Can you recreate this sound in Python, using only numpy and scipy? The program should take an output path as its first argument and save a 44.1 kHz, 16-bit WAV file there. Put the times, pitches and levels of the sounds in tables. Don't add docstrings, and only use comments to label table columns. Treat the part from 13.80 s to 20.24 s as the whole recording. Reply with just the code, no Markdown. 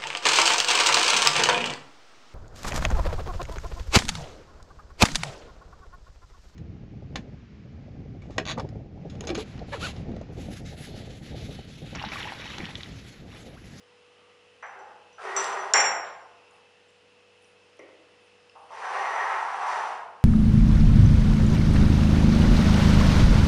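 import sys
import numpy as np
from scipy import signal
from scipy.fft import rfft, irfft
from scipy.io import wavfile
from scipy.ndimage import uniform_filter1d

SR = 44100
rng = np.random.default_rng(int(sys.argv[2]) if len(sys.argv) > 2 else 0)


def volts_from_decibels(level):
    exponent = np.asarray(level, float) / 20
    return 10 ** exponent


def inscribe(sig):
    pcm = np.round(np.clip(np.atleast_2d(sig).T, -1, 1) * 32767)
    wavfile.write(sys.argv[1], SR, pcm.astype(np.int16))


N = 284004
TIME = np.arange(N) / SR
CLINK_S = 1.9364


def level(x, db):
    return x * volts_from_decibels(db) / np.sqrt(np.mean(x ** 2))


def colour(x, points):
    hz, db = np.transpose(points)
    axis = np.log(np.arange(len(x) // 2 + 1) * SR / len(x) + 1)
    gain = volts_from_decibels(np.interp(axis, np.log(hz), db))
    return irfft(rfft(x) * gain, len(x))


def band(x, hz, width_hz):
    b, a = signal.iirpeak(min(hz, .45 * SR), hz / width_hz, fs=SR)
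    return signal.lfilter(b, a, x)


def walk(rate):
    hold = int(SR / rate)
    steps = np.repeat(rng.standard_normal(N // hold + 1), hold)
    slewed = uniform_filter1d(uniform_filter1d(steps, hold), hold)
    return 1.3 * slewed[:N]


def add(out, s, sound):
    i = int(s * SR)
    out[i:i + len(sound)] += sound[:N - i]


def ring(hz, db, t60):
    t = TIME[:int(t60 * SR)]
    contact = np.minimum(t / .0004, 1)
    return volts_from_decibels(db) * np.sin(2 * np.pi * hz * t) * 1000 ** (-t / t60) * contact


def drags():
    # start_s, force_db
    forces = [
        [(1.39, -41.5), (1.45, -34.5), (1.542, -36), (1.56, -28.5), (1.65, -30.5), (1.75, -35), (1.826, -36.5),
         (1.92, -38)],
        [(4.91, -39), (4.99, -35.5), (5.14, -29.5), (5.4, -30.5), (5.55, -30.5), (5.68, -34), (5.934, -29.5),
         (6.134, -36), (6.18, -56)],
    ]
    # pitch_hz, level_db (per Hz)
    grind_spectra = [
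        [(88, -58), (150, -34.5), (328, -25.5), (378, -4), (532, -11), (605, -2.5), (839, -3.5), (941, -3),
         (1070, -5), (1220, -3), (4500, -29.5), (5850, -51), (9900, -120)],
        [(88, -66), (150, -36), (322, -27.5), (376, -12.5), (528, -10), (599, -5.5), (854, 5), (1130, 0),
         (1940, -8), (2110, -9.5), (4400, -28), (5720, -62), (9680, -120)],
    ]
    # pitch_hz, level_db (per Hz)
    grit_spectrum = [(1470, -18), (2500, 1.5), (4110, -9.5), (5500, -7.5), (6080, -14.5), (6560, -11.5),
                     (9570, -15.5), (11300, -36.5), (14700, -58), (22000, -120)]
    # pitch_hz, width_hz, gain_db
    patches = [(420, 150, -11), (636, 140, -9), (980, 158, -7.5), (1450, 450, -5), (1890, 92, -1)]
    # start_s, extra_grit_db
    jolts = [
        (1.38, 7.4),
        (1.562, 9.6),
        (4.89, 3.3),
        (5.86, 6.2),
    ]
    settle_s, patch_swing_db = 0.12, 6
    base_grit_db, sing_db = -15, -23

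    grain_sizes = np.minimum(rng.exponential(size=N), 3)
    struck = rng.random(N) < .12
    clicks = rng.standard_normal(N) * volts_from_decibels(3.0 * grain_sizes) * struck
    uneven = volts_from_decibels(2.0 * walk(40))
    grit = level(colour(np.roll(clicks, N // 3), grit_spectrum), 0)
    sings = level(band(clicks, 5930, 50), 0)
    sings += level(band(clicks, 5750, 400), -8)
    sings += level(band(clicks, 7740, 35), -17)
    grit_db = np.full(N, float(base_grit_db))
    for s, db in jolts:
        grit_db += db * (TIME > s) * np.exp(-np.abs(TIME - s) / settle_s)

    out = np.zeros(N)
    for force, spectrum in zip(forces, grind_spectra):
        s, db = np.transpose(force)
        force_db = np.interp(TIME, s, db)
        grind = level(colour(clicks, spectrum), 0) * uneven
        grind += sum(volts_from_decibels(gain_db + patch_swing_db * walk(7)) * band(grind, hz, width_hz)
                     for hz, width_hz, gain_db in patches)
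        touching = uniform_filter1d(1. * ((TIME > s[0]) & (TIME < s[-1])), size=2600)
        scrape = grind + volts_from_decibels(grit_db) * grit + volts_from_decibels(sing_db) * sings
        out += touching * volts_from_decibels(force_db - 8.0) * scrape
    return out


def dull_contacts():
    # start_s, peak_db, high_hz, length_s
    dish_knocks = [
        (0.825, -27, 2080, 0.016),
        (1.381, -35.5, 1600, 0.057),
        (1.937, -11, 2325, 0.049),
        (2.7, -52.5, 1420, 0.05),
        (4.752, -41, 1280, 0.037),
        (4.898, -39, 1210, 0.029),
        (2.245, -40.5, 3500, 0.02),
    ]
    # start_s, peak_db, low_hz, high_hz, length_s
    rocks = [
        (0.954, -42, 340, 1550, .1),
        (0.99, -44, 810, 885, 0.05),
    ]
    # low_hz, high_hz, peak_db
    slam = [
        (2000, 3560, -25.5),
        (110, 330, -48.5),
        (336, 619, -31),
        (3700, 7800, -29.5),
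        (7800, 10600, -45),
    ]
    # low_hz, high_hz, peak_db
    jar = [
        (305, 670, -37.5),
        (700, 1420, -46.5),
        (1850, 2340, -45.5),
    ]
    return ([(s, db, 582, high_hz, length) for s, db, high_hz, length in dish_knocks] + rocks
            + [(CLINK_S, db, low_hz, high_hz, .04) for low_hz, high_hz, db in slam]
            + [(3.9915, db, low_hz, high_hz, .01) for low_hz, high_hz, db in jar])


def knocks():
    # pitch_hz, width_hz, gain_db
    slab_modes = [(846.6, 90, -5), (1548, 160, -5)]
    out, t = np.zeros(N), TIME[:SR // 4]
    for s, db, low_hz, high_hz, length in dull_contacts():
        push = (1 - np.exp(-t / .001)) * np.exp(-t / length)
        spectrum = rfft(rng.standard_normal(len(t)) * push)
        spectrum /= np.sqrt(uniform_filter1d(np.abs(spectrum) ** 2, size=40))
        shaken = signal.butter(4, [low_hz, high_hz], "band", fs=SR, output="sos")
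        scuff = signal.sosfilt(shaken, irfft(spectrum)[:SR // 5])
        scuff += sum(volts_from_decibels(gain_db) * band(scuff, hz, width_hz) for hz, width_hz, gain_db in slab_modes)
        add(out, s, volts_from_decibels(db) * scuff / np.abs(scuff).max())
    return out


def resting_rings():
    # start_s, lower_mode_db, upper_mode_db
    blows = [
        (.825, -56, -72),
        (.865, -58, -65),
        (.99, -61.5, -64),
        (1.33, -59.5, -80.5),
        (1.5648, -21.5, -25),
        (1.6413, -47, -55.5),
        (1.666, -45.5, -46.5),
        (3.085, -89.5, -66),
    ]
    # pitch_hz, t60_s
    modes = [(5920, .085), (7555, .06)]
    out = np.zeros(N)
    for s, *mode_dbs in blows:
        for db, (hz, t60) in zip(mode_dbs, modes):
            add(out, s, ring(hz, db, t60))
    return out


def clink(brief):
    pitches = [5136, 5563, 5572, 5610, 5847, 6315, 7244, 7256, 7200, 9100, 11180, 11340]
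    decays = [.2, 0.61, 0.544, .025, .36, .2, .42, 0.3, .03, .02, .04, .12]
    strengths = [-41.5, -25, -28, -11, -28, -55.5, -26.5, -22, -12, -42, -58.5, -61]
    out = np.zeros(N)
    for hz, db, t60 in zip(pitches, strengths, decays):
        if (t60 < .035) == brief:
            add(out, CLINK_S, ring(hz, db, t60))
    return out


def ticks():
    # start_s, peak_db, pitch_hz
    sharp = [
        (1.3304, -51, 5500),
        (1.5633, -27.5, 6120),
        (1.6433, -19.5, 4990),
        (1.9365, -8.5, 4200),
    ]
    # start_s, peak_db, pitch_hz
    pings = [
        (2.7096, -58, 7000),
        (3.645, -57, 5840),
        (3.992, -50, 5800),
        (4.6962, -52, 5130),
        (4.6965, -45, 2710),
    ]
    # start_s, peak_db
    grazes = [
        (1.6449, -34.5),
        (1.9368, -31),
        (2.71, -54.5),
        (3.105, -55.5),
        (3.6244, -52),
        (3.97, -54.5),
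        (3.9936, -52.5),
        (4.6978, -64),
        (4.782, -62),
    ]
    contacts = [(s, db, hz, hz / 1.73) for s, db, hz in sharp]
    contacts += [(s, db, hz, 270) for s, db, hz in pings]
    contacts += [(s, db, 9400, 2800) for s, db in grazes]
    out, impulse = np.zeros(N), 1. * (np.arange(SR // 20) == 0)
    for s, db, hz, width_hz in contacts:
        click = band(band(impulse, hz, width_hz), hz, 2 * width_hz)
        add(out, s, volts_from_decibels(db) * click / np.abs(click).max())
    return out


def brushes():
    # start_s, length_s, level_db
    fingertips = [
        (2.75, .08, -77),
        (3.656, .1, -73),
        (4.447, 0.076, -79),
        (4.836, .15, -77),
    ]
    # start_s, length_s, level_db, pitch_hz
    sleeve = [
        (0.463, 0.42, -68.5, 1220),
        (0.488, 0.25, -74, 2170),
    ]
    out = np.zeros(N)
    for s, length, db, hz in sleeve + [(*row, 9350) for row in fingertips]:
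        hiss = level(band(band(rng.standard_normal(N), hz, hz / 6), hz, hz / 4), db)
        out += hiss * np.exp(-((TIME - s) / length * 2) ** 2)
    return out


def thumps():
    # start_s, peak_db
    pushes = [
        (1.563, -57),
        (1.643, -60),
        (1.937, -58),
    ]
    length_s = .006
    out = np.zeros(N)
    for s, db in pushes:
        add(out, s, volts_from_decibels(db) * np.hanning(int(length_s * SR)))
    return out


def kitchen(x):
    # pitch_hz, t60_s
    decay = np.array([(150, 1), (380, 1), (900, 1.0), (1800, 0.73), (3500, 0.58), (6000, 0.53),
                      (11000, 0.53)])
    tail_db, rise_s = 2.5, 0.0065
    hz, t, cells = signal.stft(rng.standard_normal(int(1.3 * SR)), SR, nperseg=256)
    t60 = np.interp(np.log(hz + 1), np.log(decay[:, 0]), decay[:, 1])
    tail = signal.istft(cells * 1000 ** (-t / t60[:, None]), SR)[1]
    tail = tail * (1 - np.exp(-TIME[:len(tail)] / rise_s))
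    tail = tail * volts_from_decibels(tail_db) / np.sqrt(np.sum(tail ** 2))
    return x + signal.fftconvolve(x, tail)[:N]


def fridge():
    # pitch_hz, level_db (per Hz)
    air = [(15, -55.5), (25, -36), (90, -27), (146, -14), (386, -14), (485, -10), (552, -11), (694, -11),
           (1700, -15), (2690, -17.5), (3220, -19), (5230, -24), (7880, -30.5), (9420, -31), (11300, -48),
           (14700, -90), (22000, -120)]
    # order (multiple of shaft pitch), level_db
    hum = [(2, -77), (4, -82), (6, -86), (7, -85), (8, -81), (9, -72), (10, -64), (11, -78), (16, -86),
           (19, -84)]
    # pitch_hz, width_hz, level_db
    whirr = [(1970, 160, -74), (2635, 130, -67.5), (2958, 270, -69.5), (5140, 250, -79)]
    shaft_hz, hum_trim_db, hum_waver_db = 48.8, 0.5, 0.9

    out = level(colour(rng.standard_normal(N), air), -62.5) * volts_from_decibels(0.62 * walk(1.3))
    turn = 2 * np.pi * np.cumsum(shaft_hz * (1 + 0.000716 * walk(0.98))) / SR
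    for order, db in hum:
        swing = np.sqrt(2) * volts_from_decibels(db + hum_trim_db + hum_waver_db * walk(1.9))
        out += swing * np.sin(order * turn + 2 * np.pi * rng.random())
    out += level(band(rng.standard_normal(N), 62, 40), -87.0)
    for hz, width_hz, db in whirr:
        out += level(band(rng.standard_normal(N), hz, width_hz), db) * volts_from_decibels(1.5 * walk(5))
    return out


def scene():
    near = ticks() + brushes() + clink(True)
    tick_wet = 0.23
    worktop = drags() + knocks() + resting_rings() + clink(False)
    hand = kitchen(worktop + tick_wet * near) + (1 - tick_wet) * near
    hand = signal.sosfilt(signal.butter(2, 120, "high", fs=SR, output="sos"), hand)
    return (hand + thumps() + fridge())[None]


def band_limit(x):
    return signal.sosfilt(signal.butter(12, 11420, fs=SR, output="sos"), x)


def record(dry):
    dip_hz, dip_width_hz, dip_depth = 8060, 500, 0.45
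    heard = dry - dip_depth * band(dry, dip_hz, dip_width_hz)
    heard = signal.sosfilt(signal.ellip(8, .3, 60, 11300, fs=SR, output="sos"), heard)
    return band_limit(heard)


dry = scene()
out = record(dry)
inscribe(out)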